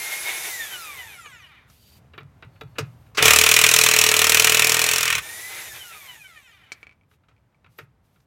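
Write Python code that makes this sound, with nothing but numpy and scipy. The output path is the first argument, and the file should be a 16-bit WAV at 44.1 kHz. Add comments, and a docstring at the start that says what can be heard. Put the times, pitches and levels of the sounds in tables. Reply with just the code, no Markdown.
"""Corded impact wrench on wheel nuts

Outdoors on paving, the motor (tooth, commutator and fan tones, gear rattle, brush hiss) coasts down; the steel
socket rubs, squeaks and is knocked onto the next nut (ringing modes). The hammer strikes the anvil forty times
a second (noise bursts through steel resonances, pushes that ring rim and tyre) until the nut lets go. The motor
runs free and coasts down again; the nut drops on the bricks (short modes). Distant traffic hums (coloured noise).
"""
import sys
import numpy as np
from scipy import signal
from scipy.fft import rfft, irfft, next_fast_len
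from scipy.io import wavfile
from scipy.ndimage import uniform_filter1d, map_coordinates

SR = 44100
rng = np.random.default_rng(int(sys.argv[2]) if len(sys.argv) > 2 else 0)


def generate_wav(sig):
    """Save sig (samples, or channels by samples) to the path in sys.argv[1] as 16-bit PCM at SR."""
    pcm = np.round(np.clip(np.atleast_2d(sig).T, -1, 1) * 32767).astype(np.int16)
    wavfile.write(sys.argv[1], SR, pcm)


N = 364266

# All dB are relative settings unless a source adds no further gain.
# Hammer blows. Each row: time in seconds, crack level in dB, clang over it in dB.
BLOW_EVENTS = [(3.2245, 1, -11), (3.2547, 2.5, -13.5), (3.2797, 1.5, -7), (3.3062, 2, -7.5),
               (3.3334, 1, -10), (3.3601, 1.5, -10.5), (3.3862, 2.5, -15.5), (3.4118, -1.5, -10.5),
               (3.4368, -0.5, -10.5), (3.4624, -1.5, -7), (3.4886, 0, -13.5), (3.5135, 2, -11.5),
               (3.5391, 0, -16.5), (3.5636, 0, -8), (3.5886, -1, -10), (3.6136, -1, -10.5),
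               (3.6383, 1.5, -7.5), (3.6637, -2, -10.5), (3.6882, -0.5, -10.5), (3.7122, -0.5, -13.5),
               (3.7376, 3, -13.5), (3.7619, -0.5, -13.5), (3.787, 2, -13), (3.8119, -1, -13.5),
               (3.8367, 2, -14.5), (3.862, -2, -8.5), (3.8864, -2, -11.5), (3.9118, -2.5, -11),
               (3.9371, -1.5, -10.5), (3.9622, -2.5, -11.5), (3.987, 1, -13.5), (4.0128, -0.5, -13.5),
               (4.0383, -0.5, -12), (4.0634, -2, -11.5), (4.0882, -2, -14), (4.1139, -4, -10),
               (4.1396, -4, -9), (4.1648, -2, -11), (4.1901, 0.5, -17.5), (4.216, -2, -8), (4.242, -1, -12),
               (4.2677, -4, -8), (4.2944, 1.5, -15.5), (4.3193, -2, -9), (4.3449, 2, -15),
               (4.3703, -2.5, -8.5), (4.396, 3, -15.5), (4.4206, -6, -10), (4.444, 2, -14),
               (4.4698, -2, -7.5), (4.4949, -0.5, -15), (4.5198, -4, -9), (4.5447, -0.5, -11),
               (4.57, -4.5, -9), (4.5937, 0, -14), (4.6204, -5, -6), (4.644, -2.5, -15), (4.669, -3.5, -11),
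               (4.6938, -1.5, -16.5), (4.7185, -2.5, -12), (4.7426, -3.5, -12.5), (4.7671, -7.5, -9),
               (4.7916, -4, -12.5), (4.8153, -4.5, -12.5), (4.8395, -4.5, -15), (4.863, -6.5, -14.5),
               (4.888, -5, -13.5), (4.912, -4.5, -14), (4.9338, -4.5, -12.5), (4.9583, -7, -13.5),
               (4.9813, -6.5, -10), (5.0067, -7.5, -12.5), (5.0292, -7, -10), (5.0536, -8.5, -8),
               (5.0775, -10, -4.5), (5.1016, -9.5, -5), (5.125, -11, -2), (5.151, -11, -9.5),
               (5.1806, -15, -4.5)]
# Anvil, socket and wheel resonances. Each row: centre in Hz, width in Hz, level in dB.
ANVIL_MODES = [(1834, 120, -2.5), (2634, 350, 2), (3530, 180, -6), (4030, 300, 6.5), (5650, 140, -8.5),
               (6400, 52, -2), (6460, 84, -11.5), (8280, 86, -0.5), (8250, 220, -13.5), (9000, 41, -18.5),
               (9630, 220, -9.5), (10000, 72, -12.5), (10000, 54, -10), (10900, 310, -19), (12550, 97, -8),
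               (13350, 260, -17.5)]
# Bright colour of a blow. Each row: frequency in Hz, level in dB per Hz.
CRACK_SPECTRUM = [(600, -60), (1710, -25), (2900, 4.5), (3250, -6), (4780, -7.5), (5560, -2.5),
                  (7500, -2.5), (8840, -7), (13500, -10), (16000, -14)]
# Darker colour of a blow. Each row: frequency in Hz, level in dB per Hz.
CLANG_SPECTRUM = [(500, -60), (800, -26), (1000, -10), (1250, -5), (1890, -9), (2520, 0), (3300, -5),
                  (4290, -31), (7260, -120)]
# Gears and hammer cam grinding under load. Each row: time in seconds, mid level in dB, treble over it in dB.
GRIND_LEVELS = [(3.17, -29.5, -5.5), (3.19, -16.5, -15.5), (3.215, -23.5, -14), (3.24, -16.5, -3.5),
                (3.4, -27.5, -4.5), (4.9, -27, -9), (5.2, -30, -9)]
# Wheel under the blows. Each row: time in seconds, rim level in dB, tyre over it in dB.
WHEEL_LEVELS = [(3.2, -27, 2.5), (3.27, -28.5, -4.5), (3.46, -35.5, -6), (4.15, -35, -9), (4.63, -36, -7.5),
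                (4.85, -37.5, -6.5), (5.0, -43, -0.5), (5.22, -50, 5)]
# Rim resonances. Each row: centre in Hz, width in Hz, level in dB.
RIM_MODES = [(230, 90, -13), (320, 80, -11), (441, 20, 3), (600, 70, -8), (720, 60, -7), (925, 50, -9),
             (1080, 70, -13)]
# Tyre resonances. Each row: centre in Hz, width in Hz, level in dB.
TYRE_MODES = [(74.8, 3.5, 9), (100, 12, -0.5), (120, 5, 1.5), (139, 11, -2), (161.6, 7.1, -3)]
# Stud and hub resonances. Each row: centre in Hz, width in Hz, level in dB.
HUB_MODES = [(1290, 50, -8), (1560, 40, -8), (2380, 60, -4), (2545, 55, 3), (2690, 50, -2), (2810, 60, -3),
             (3040, 80, -5)]
# Noise that shakes the rim. Each row: frequency in Hz, level in dB per Hz.
SHAKE_SPECTRUM = [(50, -8), (150, -4), (250, -7.5), (900, 1.5), (1300, -32.5)]

# Free runs of the motor. Each row: free from in seconds, trigger let go in seconds, first speed in turns/s,
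# friction in turns/s per second.
FREE_RUNS = [(0, .467, 263, 104), (5.22, 5.59, 219, 91)]
# Full-speed settings of each run. Each row: rattle in dB, whine in dB, fan tone in dB.
RUN_LEVELS = [(-35.5, -33, -40.5), (-40, -39, -48)]
# Overtones of the commutator bar rate. One column: level in dB.
BAR_LEVELS_DB = [-2, -3, -3, -6]
# How the housing radiates the tooth whine. Each row: frequency in Hz, gain in dB.
SHELL_GAIN = [(300, -40), (700, -20), (1000, -8), (1200, -2), (1450, 0), (1600, -4), (1800, 2), (2050, 1),
              (2200, -4), (2380, 5), (2700, -8), (3000, 4), (3300, -8), (3600, -5), (3800, -17), (4230, -9),
              (4340, -22), (5000, -22), (7000, -14), (12000, -14), (16000, -17)]
# How the vents radiate the commutator whine. Each row: frequency in Hz, gain in dB.
VENT_GAIN = [(1500, -24), (4500, -17), (6000, -14), (7000, -7), (8000, -13), (10000, -12), (12500, -8),
             (16000, -13)]
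# Housing resonances. Each row: centre in Hz, width in Hz, level in dB.
HOUSING_MODES = [(1300, 210, 8.5), (2120, 200, -5), (2340, 150, 10), (3080, 68, 0), (3660, 110, 13),
                 (6500, 3000, -9.5), (10500, 5900, -3)]
# Gear rattle colour. Each row: frequency in Hz, level in dB per Hz.
RATTLE_SPECTRUM = [(150, -59), (250, -56), (329, -10), (544, -12), (833, -7), (1200, -14), (2030, -1.5),
                   (2130, -4), (2710, -7), (3610, -9), (5000, -21), (6500, -25), (11000, -120)]
# Brush hiss colour. Each row: frequency in Hz, level in dB per Hz.
BRUSH_SPECTRUM = [(2650, -19), (4500, -7.5), (6190, -3.5), (9070, -7), (10700, -4.5), (11500, -5),
                  (14000, -6.5), (16000, -23.5)]

# Socket, trigger and glove contacts, and a nut set down on the bricks at 1.258 s. Each row: time in seconds,
# level in dB, treble over it in dB, rim over it in dB, tyre over it in dB, t60 of knock and tick in seconds.
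CONTACTS = [(1.258, -33.5, -30, -15, -20, 0.073), (1.699, -54, 13.5, -11, -15, 0.039),
            (2.136, -40.5, -32, -8, -5, 0.1), (2.147, -58, -27, -12, -15, 0.08),
            (2.179, -27.5, -44, -12, -12, 0.065), (2.208, -41.5, -22, -9, 6, 0.052),
            (2.233, -63, -18, -13, -5, 0.062), (2.425, -34, -43, -37, -4, 0.098),
            (2.558, -52, -28, -13, -14, 0.1), (2.611, -26, -14, -4, -5, 0.039),
            (2.756, -43.5, -26, -16, 11, 0.31), (2.784, -16.5, -1, -0.5, -4, 0.079),
            (3.064, -53.5, -21, -25, -4, 0.087), (3.148, -36.5, 4, -26, -16, 0.17),
            (3.173, -23, 9.5, -28, -17, 0.1), (3.181, -13, -9, -28, -9, 0.09),
            (7.113, -53.5, -16.5, -15, -7.5, 0.069), (7.136, -58.5, -16, -17, -12, .06),
            (7.236, -59.5, -23, -18, -4, 0.082), (7.285, -51, -7.5, -18, -20.5, 0.088),
            (7.313, -57, -19.5, -19, -12.5, 0.054), (7.525, -69, -24, -13, -3, 0.07),
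            (7.645, -45, -28, -21.5, -2.5, 0.044), (7.662, -49, -30, -25, -11.5, 0.07),
            (7.787, -31, -10, -7.5, -9, 0.09), (8.16, -57, -23, -23, -12, 0.061),
            (8.202, -62.5, 7, -15, -9, 0.048)]
# Socket modes. Each row: frequency in Hz, level in dB, t60 in seconds undamped.
SOCKET_MODES = [(1141, -2.5, 0.15), (1273, -4.5, 0.33), (1350, -2, 0.21), (1740, -4.5, 0.18),
                (2075, -4, .12), (2400, -7, 0.16), (2830, -4.5, 0.072), (2870, -8.5, 0.12),
                (3450, -5.5, 0.3), (3804, 0, .12), (4530, -13.5, 0.15)]
# Dull part of a contact. Each row: frequency in Hz, level in dB per Hz.
KNOCK_SPECTRUM = [(240, -19.5), (400, 1), (526, -7), (852, -10), (1310, 1.5), (1960, -5), (2520, -1.5),
                  (5500, -31), (7150, -65), (12100, -120)]
# Bright part of a contact. Each row: frequency in Hz, level in dB per Hz.
TICK_SPECTRUM = [(2650, -22.5), (4400, -3), (5960, -6), (6590, -7), (13500, -25.5), (16000, -26.5)]

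# Nut on the bricks. Each row: time in seconds, level in dB, treble over it in dB.
NUT_DROPS = [(6.719, -26, -16.5), (6.83, -33.5, -32.5), (6.869, -40, -33), (6.894, -46, -36),
             (6.912, -48, -32.5), (6.924, -54, -26), (7.012, -61, -40), (7.035, -63, -40),
             (7.365, -59.5, -30), (7.38, -62.5, -29.5), (7.546, -64, -25), (7.664, -56, -30)]
# Nut modes. Each row: frequency in Hz, level in dB, t60 in seconds undamped.
NUT_MODES = [(436, -22, .03), (780, -18, .02), (2300, 0, .045), (2480, -6, .03), (3060, -16, .03),
             (4170, -21, .02)]

# Rubbing strokes. Each row: start in seconds, length in seconds, rub level in dB, singing steel over it in dB,
# pitch of the singing as a ratio.
RUB_STROKES = [(1.685, 0.31, -63, -16, 1.01), (1.779, 0.2, -79.5, 17, 1.05), (2.513, 0.36, -79.5, 4, 0.98),
               (2.849, 0.27, -72, -22, 0.88), (6.694, .15, -74, -17.5, 1.01),
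               (7.093, .07, -74.5, -18.5, 1.01), (7.703, 0.14, -71, -19, 1.01),
               (8.037, 0.21, -77, -19, 0.97)]
# Singing steel resonances. Each row: centre in Hz, width in Hz, level in dB.
SINGING_MODES = [(2890, 58, -3), (3600, 170, -5), (4470, 90, 5.5), (6430, 140, -6), (7600, 88, -6),
                 (9180, 170, -13), (11900, 84, -7), (12300, 36, -8), (12600, 120, -3), (13400, 100, -6)]
# Thin high squeaks of the socket. Each row: time in seconds, level in dB.
SQUEAKS = [(2.14, -74), (2.18, -62), (2.43, -79), (2.608, -58), (2.69, -76), (2.782, -43), (7.78, -51)]
# Rub colour. Each row: frequency in Hz, level in dB per Hz.
RUB_SPECTRUM = [(1000, -22.0), (2500, 2.5), (8000, -3.5), (14000, 0), (16000, -14.0)]
# Squeak colour. Each row: frequency in Hz, level in dB per Hz.
SQUEAK_SPECTRUM = [(12000, -20), (12700, 2), (14000, 5), (14800, -34)]
# Squeak resonances. Each row: centre in Hz, width in Hz, level in dB.
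SQUEAK_MODES = [(12700, 200, 1.5), (13620, 400, -2.5)]

# Traffic level. Each row: time in seconds, hum in dB.
STREET_LEVELS = [(0, -61.5), (1, -57), (2, -55.5), (3, -50), (5.5, -56.5), (6.2, -62.5), (7, -61),
                 (7.9, -59.5), (8.26, -60)]
# Traffic colour. Each row: frequency in Hz, level in dB per Hz.
HUM_SPECTRUM = [(15, -43), (32, -19.5), (55, 0), (86, 2), (113, -0.5), (361, -20), (857, -20.5),
                (1590, -27), (1820, -29), (2200, -29.5), (2460, -32.5), (4450, -40.5), (13100, -48),
                (14600, -44.5), (15800, -57.5)]

PAVING_S = .0065  # detour of the sound by way of the bricks and the car
TOP_HZ = 15900
RIM_FEELS, TYRE_FEELS = .3, 1.6  # share of a blow's unevenness in dB that reaches rim and tyre
TEETH, BARS, BLADES = 8, 30, 40  # pinion, commutator, fan
FREE_TURNS_PER_S, SPIN_UP_S, DRAG_S = 278, .32, 1.1  # free speed; time constants
RATTLE_DB_PER_OCT, WHINE_DB_PER_OCT = 12, 7  # lost each time the speed halves
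HISS_DB, HISS_DB_PER_OCT = 1.5, 1  # over the rattle; lost on top of the rattle's fall
FAN_FADE_DB_PER_S = 190  # once the trigger is let go
TOOTH_OVERTONES, TOOTH_DB_PER_OCT = 16, 2.4  # number; fall from one octave of overtones to the next
LOW_FADE_DB_PER_OCT = 2  # extra fade of tooth tones as the rotor slows, divided by overtone number
DRIVEN_DB = -1  # whine while the motor still drives the gears
SLOW_RATTLE_DB, SLOW_DB_PER_OCT = -25.5, 1  # loose teeth against the rattle, down to the last turns
COGGING_TURNS_PER_S = .8  # rotor unsteadiness: blurs the whine at low speed
STROKE_EDGE_S = .04


def amp(db):
    """dB to gain."""
    return 10 ** (np.asarray(db) / 20)


def unit(x):
    """Scaled to rms 1."""
    return x / np.sqrt(np.mean(x ** 2) + 1e-20)


def curves(table, rest_db=-120):
    """One value per sample for each column; the first rests outside the table."""
    t = np.arange(N) / SR
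    s, *cols = np.transpose(table)
    out = [np.interp(t, s, c) for c in cols]
    inside = (t >= s[0]) & (t <= s[-1])
    out[0] = uniform_filter1d(np.where(inside, out[0], rest_db), size=200)
    return out


def wobble(knots_per_s):
    """A smooth random curve."""
    knots = rng.standard_normal(int(N * knots_per_s / SR) + 4)
    return map_coordinates(knots, [np.arange(N) * knots_per_s / SR])


def filtered(x, response):
    """x through a complex response of frequency."""
    m = next_fast_len(N + SR // 2)
    return irfft(rfft(x, m) * response(np.fft.rfftfreq(m, 1 / SR)), m)[:N]


def colour(spectrum):
    """Gain interpolated between (Hz, dB) points on a log axis."""
    hz, db = np.transpose(spectrum)
    return lambda f: amp(np.interp(np.log(f + 1), np.log(hz + 1), db))


def modes(table, between_db=-120):
    """Causal resonances of alternating sign over a flat base."""
    def response(f):
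        total = amp(between_db)
        for k, (hz, width, db) in enumerate(table):
            damping = 1j * f * width
            total = total + (-1) ** k * amp(db) * damping / (hz * hz - f * f + damping)
        return total
    return response


def noise(spectrum, body=lambda f: 1):
    """Coloured noise of rms 1, through a body."""
    tint = colour(spectrum)
    return unit(filtered(rng.standard_normal(N), lambda f: tint(f) * body(f)))


def spikes(s, db):
    """One impulse per event."""
    return np.bincount(np.round(s * SR).astype(int), amp(db), N)[:N]


def bursts(s, db, t60, hold_s, rise_s=0.0011):
    """Envelope of events that rise, hold briefly and die exponentially."""
    t = np.arange(SR // 4) / SR
    shape = (1 - np.exp(-t / rise_s)) * amp(-60 * np.maximum(t - hold_s, 0) / t60)
    return signal.fftconvolve(spikes(s, db), shape)[:N]


def ring(table, db, shorten):
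    """One stroke of decaying sine modes, each scattered in strength."""
    t = np.arange(SR // 4) / SR
    out = np.zeros(len(t))
    for hz, mode_db, t60 in table:
        strength_db = db + mode_db + rng.normal(0, 3)
        out += amp(strength_db - 60 * t / (t60 * shorten)) * np.sin(2 * np.pi * hz * t)
    return out


def hammer():
    """Each blow excites steel with a short crack and a longer clang, and pushes the wheel into ringing."""
    s, db, clang_db, even_s = blows()
    steel = modes(ANVIL_MODES, between_db=-3.5)
    crack = bursts(s, db - 8.0, t60=.018, hold_s=0.003)
    late_crack = bursts(s + PAVING_S, db - 28.0, t60=0.2, hold_s=0.0011)
    clang = bursts(s, clang_db - 2, t60=0.067, hold_s=0.0015)
    struck = (crack + late_crack) * noise(CRACK_SPECTRUM, steel) + clang * noise(CLANG_SPECTRUM, steel)

    grind_db, bright_db = curves(GRIND_LEVELS)
    grind = noise(CLANG_SPECTRUM, steel) + amp(bright_db) * noise(CRACK_SPECTRUM, steel)
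    grind *= amp(grind_db + 0.56 * wobble(77))

    # the heavy wheel keeps an even beat
    uneven_db = db - uniform_filter1d(db, size=6)
    rim_db, tyre_db = curves(WHEEL_LEVELS)
    rim = unit(filtered(spikes(even_s, RIM_FEELS * uneven_db), modes(RIM_MODES)))
    tyre = unit(filtered(spikes(even_s, TYRE_FEELS * uneven_db), modes(TYRE_MODES)))
    shake = amp(-2) * noise(SHAKE_SPECTRUM, modes(RIM_MODES))
    wheel = amp(rim_db - 2) * (rim + amp(tyre_db) * tyre + shake)

    chatter = bursts(s, clang_db, t60=0.015, hold_s=0.0041, rise_s=.002) * rng.standard_normal(N)
    hub = amp(6) * filtered(chatter, modes(HUB_MODES))  # rings on between the blows
    return struck + hub + grind + wheel


def blows():
    """Time, crack dB and clang dB of each blow, and the even beat behind them."""
    s, crack_db, clang_db = np.transpose(BLOW_EVENTS)
    steady = np.linspace(s[0], s[-1], len(s))
    return s, crack_db, crack_db + clang_db, steady + uniform_filter1d(s - steady, size=3)


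def motor():
    """Tooth, bar and fan tones follow rotor speed; gear rattle and brush hiss throb once a turn."""
    speed, run, coasting_s = rotor()
    octaves = np.log2(speed / FREE_TURNS_PER_S)
    rattle_db, whine_db, fan_db = np.transpose(RUN_LEVELS)[:, run]
    turn = 2 * np.pi * np.cumsum(speed + COGGING_TURNS_PER_S * wobble(60)) / SR
    throb = 1 + 0.19 * np.sin(turn)

    def level(db, db_per_oct):
        return uniform_filter1d(amp(db + db_per_oct * octaves), size=400)

    def tone(per_turn, db):
        flutter_db = 3.8 * wobble(50) + 1.5 * wobble(12)
        audible = per_turn * speed < TOP_HZ
        return amp(db + flutter_db) * audible * np.sin(per_turn * turn + rng.uniform(0, 2 * np.pi))

    teeth = np.zeros(N)
    for k in range(1, TOOTH_OVERTONES + 1):
        teeth += tone(TEETH * k, -TOOTH_DB_PER_OCT * np.log2(k) + LOW_FADE_DB_PER_OCT * octaves / k)
    bars = sum(tone(BARS * (k + 1), db) for k, db in enumerate(BAR_LEVELS_DB))
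    # runout: tooth sidebands a turn apart
    whine = filtered(bars, colour(VENT_GAIN)) + filtered(teeth * throb, colour(SHELL_GAIN))
    whine *= level(whine_db + DRIVEN_DB * (coasting_s == 0), WHINE_DB_PER_OCT)

    fan = tone(BLADES, 0) * level(fan_db - FAN_FADE_DB_PER_S * coasting_s, 0)
    fan *= octaves > -1  # silent below half speed

    rattle = noise(RATTLE_SPECTRUM, modes(HOUSING_MODES, between_db=12.0)) * amp(2.2 * wobble(25))
    hiss = amp(HISS_DB + HISS_DB_PER_OCT * octaves + 0.68 * wobble(30)) * noise(BRUSH_SPECTRUM)
    rough = level(rattle_db, RATTLE_DB_PER_OCT) * throb * (rattle + hiss)
    slow = level(rattle_db + SLOW_RATTLE_DB, SLOW_DB_PER_OCT) * np.clip(speed / 25, 0, 1) * rattle
    return whine + fan + slow + rough


def rotor():
    """Turns/s under drive, then drag and friction; the run in hand; seconds since its trigger was let go."""
    t = np.arange(N) / SR
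    run = np.searchsorted([row[0] for row in FREE_RUNS], t, side="right") - 1
    start, release, first, friction = np.transpose(FREE_RUNS)[:, run]
    driven_s = np.minimum(t, release) - start
    driven = FREE_TURNS_PER_S - (FREE_TURNS_PER_S - first) * np.exp(-driven_s / SPIN_UP_S)
    coasting_s = np.maximum(t - release, 0)
    speed = (driven + friction * DRAG_S) * np.exp(-coasting_s / DRAG_S) - friction * DRAG_S
    return np.maximum(speed, 1e-3), run, coasting_s


def knocks():
    """Each contact: a dull knock, a tick, the socket's ring, the rim and a late boom of the tyre."""
    out, dull, bright = np.zeros(N + SR), noise(KNOCK_SPECTRUM), noise(TICK_SPECTRUM)
    t = np.arange(SR // 4) / SR
    for s, db, treble_db, _, _, t60 in CONTACTS:
        at = slice(round(s * SR), round(s * SR) + len(t))
        fade = (1 - np.exp(-t / .0008)) * amp(-60 * t / t60)
        stroke = ring(SOCKET_MODES, db - 16.5, shorten=0.43)  # held in a glove
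        contact = amp(db - 5.5) * dull[at] + amp(db + treble_db - 10.5) * bright[at]
        stroke[:len(contact)] += contact * fade[:len(contact)]
        out[at] += stroke

    s, db, _, rim_db, tyre_db, _ = np.transpose(CONTACTS)
    rim_modes = modes(RIM_MODES)
    # a gloved push has no edge
    rim = filtered(spikes(s + 0.0028, db + rim_db + 45.0), lambda f: rim_modes(f) / (1 + 1j * f / 600) ** 2)
    tyre = filtered(spikes(s + 0.025, db + tyre_db + 51.0), modes(TYRE_MODES[1:]))
    return out[:N] + rim + tyre


def nut():
    """The nut bounces ever lower on the bricks, rolls and is nudged: damped modes, a crack and a tick."""
    out = np.zeros(N + SR)
    for s, db, _ in NUT_DROPS:
        out[round(s * SR):][:SR // 4] += ring(NUT_MODES, db + 0.5, shorten=0.62)
    s, db, treble_db = np.transpose(NUT_DROPS)
    crack = bursts(s, db - 16.5, t60=0.074, hold_s=.001) * noise(KNOCK_SPECTRUM)
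    tick = bursts(s, db + treble_db + 7.0, t60=0.051, hold_s=0.0011) * noise(TICK_SPECTRUM)
    return out[:N] + crack + tick


def slide():
    """A faint grainy rub, at times singing in narrow steel resonances; short squeaks."""
    t = np.arange(N) / SR
    rub, out = noise(RUB_SPECTRUM), np.zeros(N)
    steel = modes(SINGING_MODES)
    for s, length, db, sing_db, pitch in RUB_STROKES:
        shape = np.clip(np.minimum(t - s, s + length - t) / STROKE_EDGE_S + .5, 0, 1)
        singing = noise(RUB_SPECTRUM, lambda f: steel(f / pitch))
        out += amp(db) * shape * (rub + amp(sing_db) * singing)
    s, db = np.transpose(SQUEAKS)
    squeak = noise(SQUEAK_SPECTRUM, modes(SQUEAK_MODES))
    squeak *= bursts(s, db, t60=0.054, hold_s=0.0067, rise_s=0.0024)
    return amp(1.5 * wobble(45)) * out + squeak


def street():
    """Distant traffic: coloured noise of wavering level."""
    return amp(curves(STREET_LEVELS)[0] + 1.8 * wobble(6)) * noise(HUM_SPECTRUM)


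def scene():
    """The work, heard direct and once more off the paving, with a short dull tail from cars and walls."""
    work = hammer() + motor() + knocks() + nut() + slide()
    t = np.arange(SR // 3) / SR
    tail = rng.standard_normal(len(t)) * amp(-60 * t / .22) * (t > .012)
    yard = signal.fftconvolve(work, tail / np.linalg.norm(tail))[:N]
    yard = filtered(yard, lambda hz: 1 / (1 + 1j * hz / 3500) ** 2)
    bounce = np.pad(work, (round(PAVING_S * SR), 0))[:N]
    return (work + amp(-13) * bounce + amp(-13) * yard + street())[None]


def record(dry):
    """The microphone drops the deep bass; the loudest blows clip; nothing is kept above the band limit."""
    thin = filtered(dry[0], lambda hz: (1j * hz / (1j * hz + 45)) ** 2)
    clipped = thin / (1 + np.abs(thin / .95) ** 8) ** (1 / 8)
    return np.clip(filtered(clipped, lambda hz: hz < TOP_HZ), -1, 1)[None]


dry = scene()
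out = record(dry)
generate_wav(out)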